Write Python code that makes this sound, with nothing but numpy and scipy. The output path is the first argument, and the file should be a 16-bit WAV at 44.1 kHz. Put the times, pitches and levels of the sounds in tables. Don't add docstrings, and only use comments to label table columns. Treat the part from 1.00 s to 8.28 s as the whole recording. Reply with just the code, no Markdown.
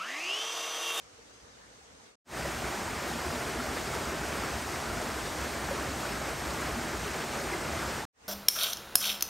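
import sys
import numpy as np
from scipy import signal
from scipy.fft import rfft, irfft, next_fast_len
from scipy.io import wavfile
from scipy.ndimage import uniform_filter1d, map_coordinates

SR = 44100
rng = np.random.default_rng(int(sys.argv[2]) if len(sys.argv) > 2 else 0)


def master_out(mix):
    frames = np.transpose(np.atleast_2d(mix))
    ceiling = np.clip(frames, -1, 1)
    pcm = np.round(ceiling * 32767).astype(np.int16)
    wavfile.write(sys.argv[1], SR, pcm)


def how_loud(loudness_db):
    steps = np.asarray(loudness_db, float) / 20
    return 10 ** steps


N = 321018

SCENE_CHANGES_S = (1.2, 7.1)


def unit(x):
    return x / np.sqrt(np.mean(x ** 2) + 1e-20)


def along(points, hz):
    f, v = np.transpose(points)
    return np.interp(np.log(hz + 1), np.log(f + 1), v)


def wobble(rate_hz):
    knots = rng.standard_normal(int(N * rate_hz / SR) + 4)
    return map_coordinates(knots, [np.arange(N) * rate_hz / SR])


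def filtered(x, response):
    m = next_fast_len(N + SR // 2)
    return irfft(rfft(x, m) * response(np.fft.rfftfreq(m, 1 / SR)), m)[..., :N]


def rush(spectrum, patchy_db):
    z = signal.stft(rng.standard_normal((2, N)), nperseg=512)[2]
    patches = uniform_filter1d(rng.standard_normal(z.shape[1:]), size=4, axis=0)
    patches = uniform_filter1d(patches, size=6, axis=1)
    pair = signal.istft(z * how_loud(patchy_db * unit(patches)), nperseg=512)[1][:, :N]
    return unit(filtered(pair, lambda hz: how_loud(along(spectrum, hz))))


def bubbles(start_s, hz, gain, cycles, rise, size=1000):
    t = np.arange(size)[None] / SR
    age = t * hz[:, None] / cycles
    phase = 2 * np.pi * hz[:, None] * t * (1 + rise * np.minimum(age, 2) / 2)
    envelope = gain[:, None] * age * np.exp(1 - 4.04 * age) * 3.04
    end_taper = np.cos(np.pi / 2 * t / t.max())
    rows = envelope * np.sin(phase) * end_taper
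    index = np.round(start_s * SR).astype(int)[:, None] + np.arange(t.size)
    return np.bincount(index.ravel(), rows.ravel(), N + SR)[:N]


def bubble_cloud(count, centre_hz, spread, size_db):
    draw = rng.random((count, 2))
    hz = np.clip(centre_hz * np.exp(spread * rng.standard_normal(count)), 150, 6000)
    gain = how_loud(-size_db * np.log(.012 + draw[:, 1]))
    return unit(bubbles(draw[:, 0] * N / SR, hz, gain, cycles=9.1, rise=0.248))


def ports(pair, alike):
    # [f/Hz, phase/rad]
    port_turn = [(600, .1), (860, .45), (1120, -.1), (2500, .05), (3190, .4), (4000, 0)]
    lag_from_hz, lag_s, lag_onset_hz = 8300, .000275, 900

    def mix(hz):
        angle = np.arccos(np.clip(along(alike, hz), -1, 1)) / 2
        return np.array([np.cos(angle), np.sin(angle)])

    def turn(hz):
        above_hz = hz - lag_from_hz
        lag_rad = 2 * np.pi * lag_s * above_hz * np.clip(above_hz / lag_onset_hz, 0, 1)
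        return np.exp(.5j * (along(port_turn, hz) - lag_rad) * np.array([[1], [-1]]))

    common, apart = filtered(pair, mix)
    return filtered(np.array([common + apart, common - apart]), turn)


def far_brook(level_db):
    # [f/Hz, level/dB per Hz]
    brook = [(25, -35), (45, -5), (60, -1), (110, -3), (145, -7), (270, -3), (360, -7), (460, -4),
             (640, -5), (1200, -6), (2200, -10), (3000, -17.5), (3900, -41), (6600, -120)]
    # [f/Hz, width/Hz, level/dB]
    hollow = [(468, 28, 1.5)]

    def pocket(f):
        return 1 + sum(how_loud(db) * 1j * f * w / (c * c - f * f + 1j * f * w) for c, w, db in hollow)

    return how_loud(level_db + 8.5) * filtered(rush(brook, patchy_db=1.6), pocket)


def leaf_hiss(level_db):
    # [f/Hz, level/dB per Hz]
    leaves = [(1800, -32), (2800, -1), (6400, 0.5), (8500, -5), (10500, -9.5), (12500, -21), (15600, -19)]
    return how_loud(level_db + 9.0) * rush(leaves, patchy_db=1.5)


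def cicada():
    # [f/Hz, level/dB rms]
    lines = [(5965, -84), (6293, -83), (6665, -93)]
    drift = np.cumsum(6 * wobble(30)) / SR
    t = np.arange(N) / SR
    song = sum(how_loud(db + 6.0) * np.sin(2 * np.pi * (hz * t + drift)) for hz, db in lines)
    return song * how_loud(4.1 * wobble(12))


def brook_drips():
    # [t/s, peak level/dB, f/Hz]
    far_drips = [
        (.185, -49, 467),
        (.705, -50, 470),
        (.81, -57, 780),
        (1.0, -59, 800),
        (7.2314, -66, 1940),
        (7.248, -59, 2010),
        (7.262, -58, 2050),
    ]
    s, db, hz = np.transpose(far_drips)
    return bubbles(s, hz, how_loud(db + 0.5), cycles=28, rise=.03)


def forest():
    first_db = (-65.5, -68.5)
    last_db = (-62.5, -71)
    # [f/Hz, level/dB]
    last_colour = [(100, -0.5), (460, -4), (800, 0.5), (2000, -1), (3000, 0.5), (6500, 1.5), (10000, 3),
                   (14000, 7)]
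    # [f/Hz, correlation]
    far_alike = [(60, .9), (150, .7), (380, .35), (900, -.2), (2400, -.1), (8000, 0), (10300, .8),
                 (14000, .88)]
    is_first = np.arange(N) < SCENE_CHANGES_S[1] * SR
    brook_db, hiss_db = np.where(is_first, *np.array([first_db, last_db])[..., None])
    first_bed = far_brook(brook_db) + leaf_hiss(hiss_db)
    last_bed = filtered(first_bed, lambda hz: how_loud(along(last_colour, hz)))
    return ports(np.where(is_first, first_bed, last_bed), far_alike) + cicada() + brook_drips()


def white_water(flow_db, surge):
    # [f/Hz, level/dB per Hz]
    churn = [(76, -37), (130, -1.5), (200, -3), (236, 1), (274, -4), (318, 0.5), (422, -1.5), (477, -6.5),
             (633, -1.5), (1060, -5), (1350, -4), (2080, -7.5), (2650, -11.5), (3300, -18), (4290, -32.5),
             (7260, -120)]
    cloud = bubble_cloud(count=2600, centre_hz=900, spread=0.751, size_db=2.5)
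    foam = np.array([cloud, np.zeros(N)])
    water = unit(rush(churn, patchy_db=0.66) + how_loud(-6.5) * foam)
    return how_loud(flow_db - 1 + 0.68 * surge) * water


def plunge_pool(mean_db, swing_db):
    # [f/Hz, level/dB per Hz]
    pool = [(15, -49.5), (25, -19.5), (42, -10.5), (59, 2), (70, 2), (102, -5.5), (150, -8), (200, -16),
            (330, -120)]
    # [t/s, extra level/dB]
    plunges = [
        (2.3, 2),
        (2.95, 2),
        (3.15, 1),
        (3.95, 7),
        (4.4, 4),
        (5.33, 6),
        (5.7, 0),
        (6.27, 0.5),
        (6.62, 3),
    ]
    half_length_s = 0.03
    t = np.arange(N) / SR
    plunge_db = sum(db * np.exp(-((t - s) / half_length_s) ** 2) for s, db in plunges)
    level_db = mean_db - 9.5 + 1.7 * swing_db + plunge_db + 0.92 * wobble(9)
    return how_loud(level_db) * rush(pool, patchy_db=-0.7)


def spray_fizz(mean_db, swing_db, surge):
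    # [f/Hz, level/dB per Hz]
    spray = [(1800, -37.5), (3000, -1.5), (5000, 0.5), (8300, -2.5), (11000, -4), (12500, -9),
             (15600, -12.5)]
    level_db = mean_db - 7 + 0.25 * swing_db + 0.28 * surge + 0.3 * wobble(7.2)
    return how_loud(level_db) * rush(spray, patchy_db=1.11)


def single_bubbles():
    # [t/s, peak level/dB, f/Hz]
    large = [(1.448, -29, 540), (1.652, -26.5, 387), (1.881, -22.5, 900), (2.33, -22, 239),
             (2.59, -25, 241), (2.713, -27, 251), (4.07, -25.5, 235), (3.125, -28, 374), (3.239, -20, 1456),
             (4.014, -23.5, 600), (4.257, -37, 523), (4.564, -30, 334), (4.713, -17.5, 538),
             (4.789, -24.5, 237), (5.119, -29.5, 338), (5.768, -22, 230.5), (6.062, -29, 398),
             (6.517, -25, 347)]
    # [t/s, peak level/dB, f/Hz]
    small = [
        (2.5994, -27, 1350),
        (3.4366, -29.5, 1315),
        (3.8676, -32, 1396),
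        (3.903, -28.5, 1374),
        (3.9744, -27.5, 1440),
        (4.179, -31, 1480),
        (4.2587, -31, 1690),
        (5.0534, -28.5, 1450),
        (6.537, -24, 2046),
    ]
    s, db, hz = np.transpose(large)
    glugs = bubbles(s - .004, hz, how_loud(db - 7.5), cycles=13.3, rise=0.065, size=3000)
    s, db, hz = np.transpose(small)
    drips = bubbles(s - .004, hz, how_loud(db - 3.0), cycles=29, rise=0.026)
    return glugs + drips


def stream():
    # [t/s, level/dB]
    flow = [(1.3, -36.5), (1.5, -35.5), (2.1, -35), (3.3, -35.5), (4.4, -35.6), (5.1, -35.5), (5.6, -35),
            (6.3, -35.5), (6.97, -34.5)]
    # [f/Hz, correlation]
    near_alike = [(60, .997), (200, .945), (400, .92), (850, .82), (1300, .91), (2000, .925), (5000, .92),
                  (9000, .9), (13000, .87)]
    flow_s, level_db = np.transpose(flow)
    flow_db = np.interp(np.arange(N) / SR, flow_s, level_db)
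    mean_db = np.mean(level_db)
    swing_db = flow_db - mean_db
    surge = wobble(14)
    water = white_water(flow_db, surge) + plunge_pool(mean_db, swing_db) + spray_fizz(mean_db, swing_db, surge)
    return ports(water + single_bubbles() * [[1], [.3]], near_alike)


def scene():
    t = np.arange(N) / SR
    at_stream = (t > SCENE_CHANGES_S[0]) & (t < SCENE_CHANGES_S[1])
    return np.where(at_stream, stream(), forest())


def fade(start_s, full_s, fall_s, silent_s, cut_s):
    t = np.arange(N) / SR
    ramp = np.interp(t, [start_s, full_s, fall_s, silent_s], [0, 1, 1, 0])
    return np.sin(np.pi / 2 * ramp) ** 2 * (t < cut_s)


def thin_sum_difference(x):
    band_edges = [0, 48, 56, 64, 72, 80, 88, 96, 108, 120, 132, 144, 160, 176, 196, 216, 240, 264, 292, 320, 352, 384, *range(416, 1024, 16)]
    # [f/Hz, level/dB]
    least_ratio = [(1000, -30), (1500, -16), (3400, -13), (4500, -10.5), (8000, -8), (10300, -7),
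                   (13000, -4.5), (15000, -4.5)]
    # [f/Hz, level/dB a line]
    inaudible = [(9000, -130), (11000, -112), (13000, -110), (15000, -107.5)]
    # [f/Hz, level/dB]
    sparse = [(6000, -20), (9000, -10), (11000, -6), (13000, -3.5), (15500, -2)]
    pair = np.array([x[0] + x[1], x[0] - x[1]]) / 2
    hz, t, z = signal.stft(pair, SR, "cosine", nperseg=2048)
    band_hz = hz[band_edges]
    power = np.abs(z) ** 2
    width = np.diff([*band_edges, hz.size])[:, None]
    level_db = 10 * np.log10(np.add.reduceat(power, band_edges, axis=1) / width + 1e-20)
    unsteady_db = 0.7 * wobble(22)[np.minimum(t * SR, N - 1).astype(int)]
    kept = level_db - level_db[::-1] > along(least_ratio, band_hz)[:, None] + unsteady_db
    jitter_db = 2.5 * rng.standard_normal(level_db.shape[1:])
    kept &= level_db > along(inaudible, band_hz)[:, None] + jitter_db
    floor_db = .83 * level_db.max(axis=0) - 13.2 + along(sparse, band_hz)[:, None]
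    band = np.searchsorted(band_edges, np.arange(hz.size), "right") - 1
    kept = kept[:, band] & (power > how_loud(2 * floor_db[band]))
    mid, side = signal.istft(z * kept, SR, "cosine", nperseg=2048)[1][:, :N]
    return np.array([mid + side, mid - side])


def low_pass(x):
    return signal.sosfilt(signal.butter(12, 15900, fs=SR, output="sos"), x)


def record(dry):
    # [fade-in start/s, full/s, fade-out start/s, would-be silence/s, hard cut/s]
    shots = [
        (-1, -.9, 1.045, 1.215, 1.155),
        (1.243, 1.41, 6.968, 7.135, 7.053),
        (7.122, 7.29, 8, 9, 9),
    ]
    limited = filtered(dry, lambda hz: (hz < 15750) / (1 + (33 / (hz + 1)) ** 6))
    fades = sum(fade(*shot) for shot in shots)
    return low_pass(fades * thin_sum_difference(limited))


dry = scene()
out = record(dry)
master_out(out)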